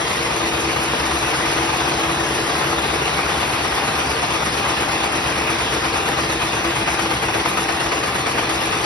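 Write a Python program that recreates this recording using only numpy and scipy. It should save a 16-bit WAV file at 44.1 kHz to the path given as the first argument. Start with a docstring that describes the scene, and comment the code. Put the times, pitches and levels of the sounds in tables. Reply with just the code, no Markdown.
"""Two nail-making machines hammer steel wire in a hard-walled workshop as we walk past them.
A crank drives each one: every turn it knocks a head on a nail, cuts it off and scrapes in more wire.
Their speeds differ slightly, so the blows drift in and out of step. Hard bangs stand out as the rest
of the row blurs into a roar. Loose wire jingles, cut nails clink and steel frames sing,
over a wavering motor hum and a floor that throbs and rumbles."""
import sys
import numpy as np
from scipy import signal
from scipy.fft import rfft, irfft
from scipy.io import wavfile
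from scipy.ndimage import uniform_filter1d

SR = 44100
rng = np.random.default_rng(int(sys.argv[2]) if len(sys.argv) > 2 else 0)


def wrap_up_sound(samples):
    """Save the sound to the file named by the first command line argument, as 16-bit audio."""
    columns = np.atleast_2d(samples).T
    # keep every value between -1 and 1, then stretch to whole-number steps
    tamed = np.clip(columns, -1, 1)
    steps = np.round(tamed * 32767).astype(np.int16)
    wavfile.write(sys.argv[1], SR, steps)


N = 390285
T, FREQS = np.arange(N) / SR, np.fft.rfftfreq(N, 1 / SR)
NEAR_RATE, NEXT_RATE, HEAVY_RATE = 8.667, 8.565, 8.478  # crank turns per second

# tone colour (how strong each frequency is) of a heavy knock: (frequency [Hz], level [dB])
KNOCK_COLOUR = [(100, -17.5), (500, -8.5), (640, -2), (770, -0.5), (1000, -1.5), (1300, -3), (1700, -7),
                (3000, -15), (11300, -38)]
# tone colour of scraping wire: (frequency [Hz], level [dB])
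SCRAPE_COLOUR = [(1000, -26), (3500, -7), (6000, 8.5), (9000, 5), (10000, 6), (11300, 3)]


def gain_of(db):
    """Turns decibels into a number to multiply a sound by."""
    return 10 ** (np.asarray(db) / 20)


def evened(x):
    """Scales a signal so that its typical size (rms) is 1."""
    return x / np.sqrt(np.mean(x ** 2) + 1e-20)


def over_freq(table):
    """Joins a table's points into curves over frequency, one for each column after the first."""
    hz, *columns = np.transpose(table)
    return [np.interp(np.log(FREQS + 1), np.log(hz + 1), c) for c in columns]


def over_time(table):
    """Joins a table's points into curves over time, one for each column after the first."""
    s, *columns = np.transpose(table)
    return [np.interp(T, s, c) for c in columns]


def wander(hz):
    """A random curve of typical size 1 that wiggles up to about hz times a second."""
    return evened(irfft(rfft(rng.standard_normal(N)) * np.exp(-(FREQS / hz) ** 2), N))


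def bump(s, half_s):
    """A smooth rise and fall that reaches 1 at time s."""
    return np.exp(-((T - s) / half_s) ** 2)


def ripple(width_hz):
    """A random curve over frequency: the many close pitches at which steel rings."""
    lag = np.arange(2 * len(FREQS) - 2) / SR
    return evened(rfft(rng.standard_normal(len(lag)) * np.exp(-np.pi * width_hz * lag)).real)


def vibration(colour, rate=None):
    """Ringing steel as stereo noise; given a crank rate, part of it repeats on every turn."""
    # heavy parts move alike each turn, light ones rattle freely: (frequency [Hz], repeating share [0-1])
    repeating = [(60, 0.97), (200, 0.3), (500, 0.66), (1000, 0.49), (2000, 0.23), (5000, 0.33)]
    # how the left and right microphones compare:
    # (frequency [Hz], likeness [0-1], left ahead by [radians], left louder by [dB])
    left_and_right = [(116.5, 0.94, 0, 0), (196, 1, 0, -0.5), (348, 0.95, 0, 2.5), (474, 0.83, 0.37, 1),
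                      (618, 0.34, 1.33, 6.5), (744, 0.34, -0.3, 6), (1160, 0.44, .5, 4.5),
                      (1450, 0.56, 0, 3), (1910, 0.51, 0.52, .5), (2490, 0.62, 2, 0),
                      (3150, 0.5, 2.5, -0.1), (3660, 0.24, 1.5, 1), (3970, 0.67, -0.14, -1),
                      (4500, 0.34, 0.4, 0.5), (5200, 0.85, .1, -1.3), (5600, 0.72, 0.03, 2.5),
                      (6130, 0.43, 1.7, -1), (6450, 1, 2.5, -2), (8540, 0.7, 3, 1), (8930, 0.35, 5, -0.5),
                      (9400, 0.93, 6, 0)]
    # ringing of frames, guards and wire coils: (frequency [Hz], width [Hz], boost [dB])
    resonances = [(105, 63, -1.5), (469, 45, 3), (700, 47, 0.5), (812, 28, 0), (1000, 94, 3),
                  (1180, 91, 2.5), (1870, 110, 2.5), (2580, 96, 1.5), (2930, 270, 1), (3410, 190, 1.5),
                  (3670, 190, 2.5), (4470, 90, 1.5), (5200, 390, 1.2), (10780, 340, 3)]
    noise = rfft(rng.standard_normal((2, N)))
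    if rate:
        looped = rng.standard_normal((2, SR))[:, np.arange(N) % round(SR / rate)]
        share = np.clip(over_freq(repeating)[0], 0, 1)
        noise = np.sqrt(1 - share) * noise + np.sqrt(share) * rfft(looped)
    likeness, lead, tilt_db = over_freq(left_and_right)
    likeness = np.clip(likeness, 0, 1)
    left = noise[0] * gain_of(tilt_db / 2)
    right = likeness * noise[0] + np.sqrt(1 - likeness ** 2) * noise[1]
    right = right * np.exp(-1j * lead) * gain_of(-tilt_db / 2)
    ring_db = sum(db / (1 + (2 * (FREQS - hz) / width) ** 2) for hz, width, db in resonances)
    # single pitches stand out in the middle range; higher up they crowd together and even out
    ring_db += 1.7 * ripple(width_hz=25) * np.minimum(FREQS / 700, 4000 / (FREQS + 3000))
    return evened(irfft(np.array([left, right]) * gain_of(over_freq(colour)[0] + ring_db), N))


def strokes(rate, blows, uneven_db, chatter_db):
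    """Loudness curve of repeated blows: each swells, then dies away by 60 dB in its ring time."""
    power = np.zeros(N)
    for delay, db, rise_s, ring_s in blows:
        turn, part = np.divmod((T - delay) * rate, 1)
        force = gain_of(db + uneven_db * rng.standard_normal(200))  # no two blows are equally hard
        for back in range(2):  # the previous blow still rings under this one
            age = (part + back) / rate
            ring = force[turn.astype(int) - back] * gain_of(-60 * age / ring_s)
            power += ring ** 2 * np.minimum(age / rise_s, 1)
    chatter = gain_of(chatter_db * wander(500))  # loose parts shake within each blow
    return evened(np.sqrt(power) * chatter)


def near_machine(frame_db):
    """Tools knock and crack on the wire, moving parts clatter on the frame, and new wire scrapes in."""
    # one turn's knocks (shaping the head, cutting), cracks (tool on wire), clatter and wire scrapes,
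    # each: (delay [s], level [dB], rise time [s], ring time [s])
    knocks = [(0.0127, -1.5, 0.0031, 0.11), (.067, -2.5, 0.0041, 0.16), (.0732, 0.5, .002, 0.17)]
    cracks = [(.014, -3, .002, 0.11), (0.0727, -6, 0.0033, 0.095)]
    clatter = [(.01, -8.5, 0.0079, 0.18), (.065, 3, 0.0065, 0.51), (.072, -1.5, .004, 0.17),
               (.094, -17, 0.01, 0.28)]
    scrapes = [(.07, 1, 0.0044, 0.11), (.088, -1, 0.013, 0.32)]
    # tone colours of the crack and the frame: (frequency [Hz], level [dB])
    crack_colour = [(500, -20), (1500, 3), (2500, 3), (4000, -3), (6000, -1), (11300, -15.5)]
    frame_colour = [(40, -28), (70, -10), (102, 1.5), (150, -4), (205, 0), (300, -5), (560, -3.5),
                    (800, -11.5), (1200, -4), (1800, -3), (2500, 0.5), (4000, -9.5), (6000, -13),
                    (11300, -20.5)]
    # blows that stand out or fall weak: (time [s], boost [dB])
    accents = [(6.075, 1.5), (6.877, 3), (6.995, -9), (7.112, 1), (7.228, 1), (7.345, 0.5), (7.46, 1),
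               (7.579, -2), (7.692, 0), (7.808, 1), (7.925, -2), (8.04, -6), (8.268, 5), (8.615, -4)]
    # spots where we pass close to the wire feed: (time [s], half length [s], boost [dB])
    feed_passes = [(1.3, .45, 11), (2.15, 0.43, 12), (5.0, .4, 7), (7.0, 0.65, 11), (8.698, .3, 7)]
    knock = vibration(KNOCK_COLOUR, NEAR_RATE) * strokes(NEAR_RATE, knocks, uneven_db=2.5, chatter_db=2)
    crack = vibration(crack_colour) * strokes(NEAR_RATE, cracks, uneven_db=1, chatter_db=1.5)
    frame = vibration(frame_colour, NEAR_RATE) * strokes(NEAR_RATE, clatter, uneven_db=.5, chatter_db=.5)
    wire = vibration(SCRAPE_COLOUR) * strokes(NEAR_RATE, scrapes, uneven_db=4.5, chatter_db=1)
    accent_db = sum(db * bump(s, half_s=0.021) for s, db in accents)
    feed_db = sum(db * bump(s, half_s) for s, half_s, db in feed_passes)
    hammering = gain_of(accent_db) * (gain_of(-31) * knock + gain_of(-41) * crack)
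    return hammering, gain_of(frame_db - 30) * frame + gain_of(feed_db - 49) * wire


def next_machine(frame_db):
    """The slightly slower neighbour knocks and clatters too; its bright scraping carries down the row."""
    # one turn's knocks, clatter and wire scrapes: (delay [s], level [dB], rise time [s], ring time [s])
    knocks = [(.004, -9, 0.004, 0.24), (0.0391, -6.5, 0.0023, 0.14), (0.1024, -1.5, .0025, .13)]
    clatter = [(.016, -1.5, 0.012, 0.29), (.04, -5.5, 0.0082, 0.26), (.089, -3, .01, .3),
               (0.099, -2.5, 0.0049, 0.2)]
    scrapes = [(.002, -6, .008, 0.41), (.013, 1, .005, 0.19), (0.097, -3, .004, 0.27)]
    # tone colour of its frame: (frequency [Hz], level [dB])
    frame_colour = [(40, -30), (100, -3.5), (300, 3.5), (560, -2), (780, 0), (1200, 2.5), (1800, -4.5),
                    (2500, 2), (4000, -12), (6000, -10.5), (11300, -25)]
    knock = vibration(KNOCK_COLOUR, NEXT_RATE) * strokes(NEXT_RATE, knocks, uneven_db=1, chatter_db=.5)
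    frame = vibration(frame_colour, NEXT_RATE)
    frame *= strokes(NEXT_RATE, clatter, uneven_db=.6, chatter_db=1.5)
    wire = vibration(SCRAPE_COLOUR) * strokes(NEXT_RATE, scrapes, uneven_db=1.5, chatter_db=2)
    return gain_of(-32) * knock, gain_of(frame_db - 30.5) * frame + gain_of(-36.5) * wire


def far_row():
    """Distant machines strike twice a turn; their echo in the hall is a steady roar."""
    # tone colours of the roar and the distant frames: (frequency [Hz], level [dB])
    roar_colour = [(25, -24), (42, -20), (53, -6.5), (95, -3), (150, -9), (230, -7), (330, 3), (450, -1),
                   (560, -2.5), (780, 0), (1700, -7), (2500, -4), (4000, -10), (6000, -15), (11300, -22)]
    frame_colour = [(35, -28), (60, -14), (150, -1), (400, -1.5), (1000, -2.5), (2500, -8.5), (6000, -20.5),
                    (11300, -26)]
    # one value for each machine: (crank speed [turns per second]) and (level [dB])
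    rates = (8.49, 9.53, 8.31, 6.19)
    levels = [-31, -33.5, -34, -35.5]
    out = gain_of(-23.5) * vibration(roar_colour) * gain_of(0.5 * wander(54))
    for rate, db in zip(rates, levels):
        delay = rng.random() / rate
        blows = [(delay, 0, .0025, .18), (delay + .5 / rate, -2, .0025, .18)]
        frame = vibration(frame_colour, rate)
        out += gain_of(db) * frame * strokes(rate, blows, uneven_db=1.36, chatter_db=0)
    return out


def wire_reels(shakes_per_s=13.28, fade_db_per_s=1):
    """Wire sizzles as it slides off the reels and jingles as it shakes; both fade as we walk on."""
    # tone colour of the sliding wire: (frequency [Hz], level [dB])
    sizzle_colour = [(2000, -21), (3500, 0), (4600, -2), (6000, 0), (11300, -14)]
    shakes = strokes(shakes_per_s, [(.002, 0, 0.012, 0.14)], uneven_db=3.5, chatter_db=1.5)
    jingle = gain_of(1.4 * wander(5) - 3) * vibration(SCRAPE_COLOUR) * shakes
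    sizzle = gain_of(-1) * vibration(sizzle_colour)
    return gain_of(-36.5 - fade_db_per_s * T) * (jingle + sizzle)


def nail_clinks(per_s=300, low_hz=1394, high_hz=5775, ring_s=0.1):
    """Cut nails drop onto heaps; each rings at its own pitch and place until the heap stills it."""
    out, t = np.zeros((2, N + SR)), np.arange(SR // 6) / SR
    ring = gain_of(-60 * t / ring_s) * np.minimum(t / 0.0011, 1)
    for when, pitch, strength, lead in rng.random((round(per_s * N / SR), 4)):
        hz = low_hz * (high_hz / low_hz) ** pitch
        boost_db = 3.5 * min(-np.log(1 - strength), 3)  # most land softly, a few land hard
        force = gain_of(boost_db) * (low_hz / hz) ** 0.43
        start, phase = int(when * N), 2 * np.pi * hz * t
        out[:, start:start + len(t)] += force * ring * np.sin([phase, phase + 2 * np.pi * lead])
    return gain_of(-32.5) * evened(out[:, :N])


def singing_frames():
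    """Constant hammering keeps the steel frames ringing; each tone swells as we pass it."""
    # the frames' tones: (frequency [Hz], level [dB], time we pass [s], half length of the swell [s])
    tones = [(745, -42, 1.6, 2.8), (754, -42.5, 2.3, 1.8), (775, -40.5, 8.2, 2.2), (790, -42.5, 4.9, 3.2),
             (789, -43, 5, 1.5), (861, -39.5, 1.9, 0.8)]
    out, ear_shift = np.zeros((2, N)), np.array([[.25], [-.25]])
    for hz, db, s, half_s in tones:
        level = gain_of(db + 2.5 * wander(14)) * (0.28 + 0.73 * bump(s, half_s))
        phase = 2 * np.pi * (hz * T + rng.random()) + .3 * wander(3.4)
        out += level * np.cos(phase + ear_shift)
    return np.sqrt(2) * out * gain_of([[2.5], [-2.5]])  # louder on the left


def floor_throb(pass_s=1.7, rise_db_per_s=2, fall_db_per_s=0.7):
    """A heavy machine shakes the floor with low tones that beat together, loudest as we pass it."""
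    # tones made by the crank: (multiple of the crank speed [times], level [dB])
    crank_tones = [(7, -54), (8, -41), (9, -42.5), (12, -48.5), (16, -42), (17, -43), (19, -46.5),
                   (38, -48.5)]
    # further wavering low tones in the throb: (frequency [Hz], level [dB])
    other_low_tones = [(53.1, -56), (57.2, -53), (122.3, -48.5), (333.9, -56.5), (339.3, -42)]
    out = np.zeros(N)
    for hz, db in [(round(k) * HEAVY_RATE, db) for k, db in crank_tones] + other_low_tones:
        level = gain_of(db + 2.46 * wander(3.7))
        out += level * np.cos(2 * np.pi * (hz * T + rng.random()) + 0.12 * wander(0.93))
    drop_db = np.maximum(rise_db_per_s * (pass_s - T), fall_db_per_s * (T - pass_s))
    return np.sqrt(2) * gain_of(1.5 - drop_db) * out


def floor_rumble():
    """The near machines shake the floor unevenly, more so in the second half of the walk."""
    # tone colour of the floor: (frequency [Hz], level [dB])
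    floor_colour = [(25, -27), (45, -16), (58, 0.5), (72, -14), (87, -8), (100, -2), (114, 4.5), (130, 3.5),
                    (150, -12.5), (185, -1), (240, -20), (600, -51)]
    # strength of the shaking along the walk: (time [s], level [dB])
    levels = [(0, -47), (3, -52), (5.3, -40), (7.3, -37.5), (8.85, -41)]
    shaking = irfft(rfft(rng.standard_normal(N)) * gain_of(over_freq(floor_colour)[0]), N)
    return gain_of(over_time(levels)[0]) * evened(shaking)


def motor_hum(hz=330.8, pulse_depth=0.14, fade_db_per_s=0.2):
    """A wavering hum pulses as each stroke loads the motor, and slowly fades along the walk."""
    # spots where the hum and its echoes cancel: (time [s], half length [s], level change [dB])
    quiet_spots = [(0, 0.34, -8), (3.85, 0.76, -14), (6.05, 0.11, -6), (8.3, .17, -9), (8.85, .15, -2)]
    level_db = -32.5 - fade_db_per_s * T + sum(db * bump(s, half_s) for s, half_s, db in quiet_spots)
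    load = 1 + pulse_depth * np.cos(2 * np.pi * (HEAVY_RATE * T + rng.random()))
    tone = np.cos(2 * np.pi * hz * T + 0.58 * wander(4.5)) * load * gain_of(2.7 * wander(8.3))
    return gain_of(level_db) * evened(tone) * gain_of([[1.1], [-1.1]])  # louder on the left


def hard_bangs(rise_s=0.002, ring_s=0.13):
    """Single loud bangs from other machines in the row stand out of the roar."""
    # the bangs: (time [s], level [dB])
    bangs = [(.305, -26), (.452, -27), (0.763, -16.5), (.805, -29), (1.325, -20), (1.503, -22),
             (2.102, -27), (2.205, -18), (2.55, -20), (2.665, -32), (3.074, -21), (3.42, -26), (3.765, -28),
             (3.875, -26), (4.228, -18), (4.687, -23), (4.914, -23), (5.035, -21), (5.499, -25),
             (5.725, -24), (6.177, -21)]
    power = np.zeros(N)
    for s, db in bangs:
        age = np.maximum(T - s, 0)
        ring = gain_of(db - np.minimum(60 * age / ring_s, 100))
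        power += ring ** 2 * np.minimum(age / rise_s, 1)
    return np.sqrt(power) * (vibration(KNOCK_COLOUR) + gain_of(-22) * vibration(SCRAPE_COLOUR))


def flicker(x, depth_db=1.52, sway_db=0.26):
    """The treble flickers in small patches of pitch and time, and sways slightly as a whole."""
    hz, s, spectrum = signal.stft(x, SR, nperseg=1024)
    patches = uniform_filter1d(rng.standard_normal(spectrum.shape[1:]), size=9, axis=0)
    patches = evened(uniform_filter1d(patches, size=8, axis=1))
    change_db = depth_db * patches * np.minimum(hz / 2500, 1)[:, None]
    change_db += sway_db * np.outer(np.minimum(hz / 8000, 1), np.interp(s, T, wander(7)))
    return signal.istft(spectrum * gain_of(change_db), SR, nperseg=1024)[1][:, :N]


def steep_filter(x, edges_hz, keep_bass, size=801):
    """Switches sharply between keeping and removing sound at each edge frequency."""
    taps = signal.firwin(size, edges_hz, pass_zero=keep_bass, window=("kaiser", 7), fs=SR)
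    return signal.oaconvolve(x, taps, "same")


def limiter(x, above_db, share, size=350):
    """Softens loud moments by taking away a share of the level that goes over above_db."""
    level_db = 10 * np.log10(abs(uniform_filter1d((x ** 2).mean(0), size=size)) + 1e-12)
    excess_db = uniform_filter1d(np.maximum(level_db - above_db, 0), size=size)
    return x / gain_of(share * excess_db)


def scene():
    """Adds up the workshop; the machines grow and fade as we walk past them."""
    # the near machine's clatter along the walk: (time [s], level [dB])
    walk = [(0, -6), (.6, -9), (1.3, 0.5), (2.2, -5.5), (3.2, -1.5), (5, -.5), (5.9, -0.5), (6.9, 0.5),
            (7.6, 1), (8.2, 1.7), (8.85, -0.7)]
    # how well the hammering reaches us: (time [s], near machine [dB], its neighbour [dB])
    hammer_reach = [(0, -2, -10), (1.5, 0, 1.5), (2.8, -2.5, -4), (4, -5, 0), (5.2, -3, 1.5), (6.3, 0, -1),
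                    (6.9, -1, 1), (7.6, 4.5, -3), (8.85, -0.5, -1)]
    walk_db = over_time(walk)[0]
    near_reach, next_reach = gain_of(over_time(hammer_reach))
    near_hammering, near_clatter = near_machine(frame_db=walk_db)
    next_hammering, next_clatter = next_machine(frame_db=0.37 * walk_db + .5)
    pair = near_reach * near_hammering + near_clatter + next_reach * next_hammering + next_clatter
    far_db = .2 - 0.85 * np.maximum(walk_db + 1.5, 0)  # the roar of the row drops when the near machine is loud
    machines = pair + gain_of(far_db) * far_row() + hard_bangs() + wire_reels()
    return flicker(machines) + nail_clinks() + singing_frames() + floor_throb() + floor_rumble() + motor_hum()


def record(dry):
    """Makes the bass and top mono, softens the hardest blows and cuts the highest treble."""
    # with the shared part removed, the two ears move in opposite directions in this treble band
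    shared = steep_filter((dry[0] + dry[1]) / 2, edges_hz=(6440, 8360), keep_bass=True, size=401)
    stereo = steep_filter((dry[0] - dry[1]) / 2, edges_hz=(225, 9300), keep_bass=False)
    ears = limiter(np.array([shared + stereo, shared - stereo]), above_db=-9, share=0.31)
    return np.array([steep_filter(ear, edges_hz=11680, keep_bass=True) for ear in ears])


dry = scene()
out = record(dry)
wrap_up_sound(out)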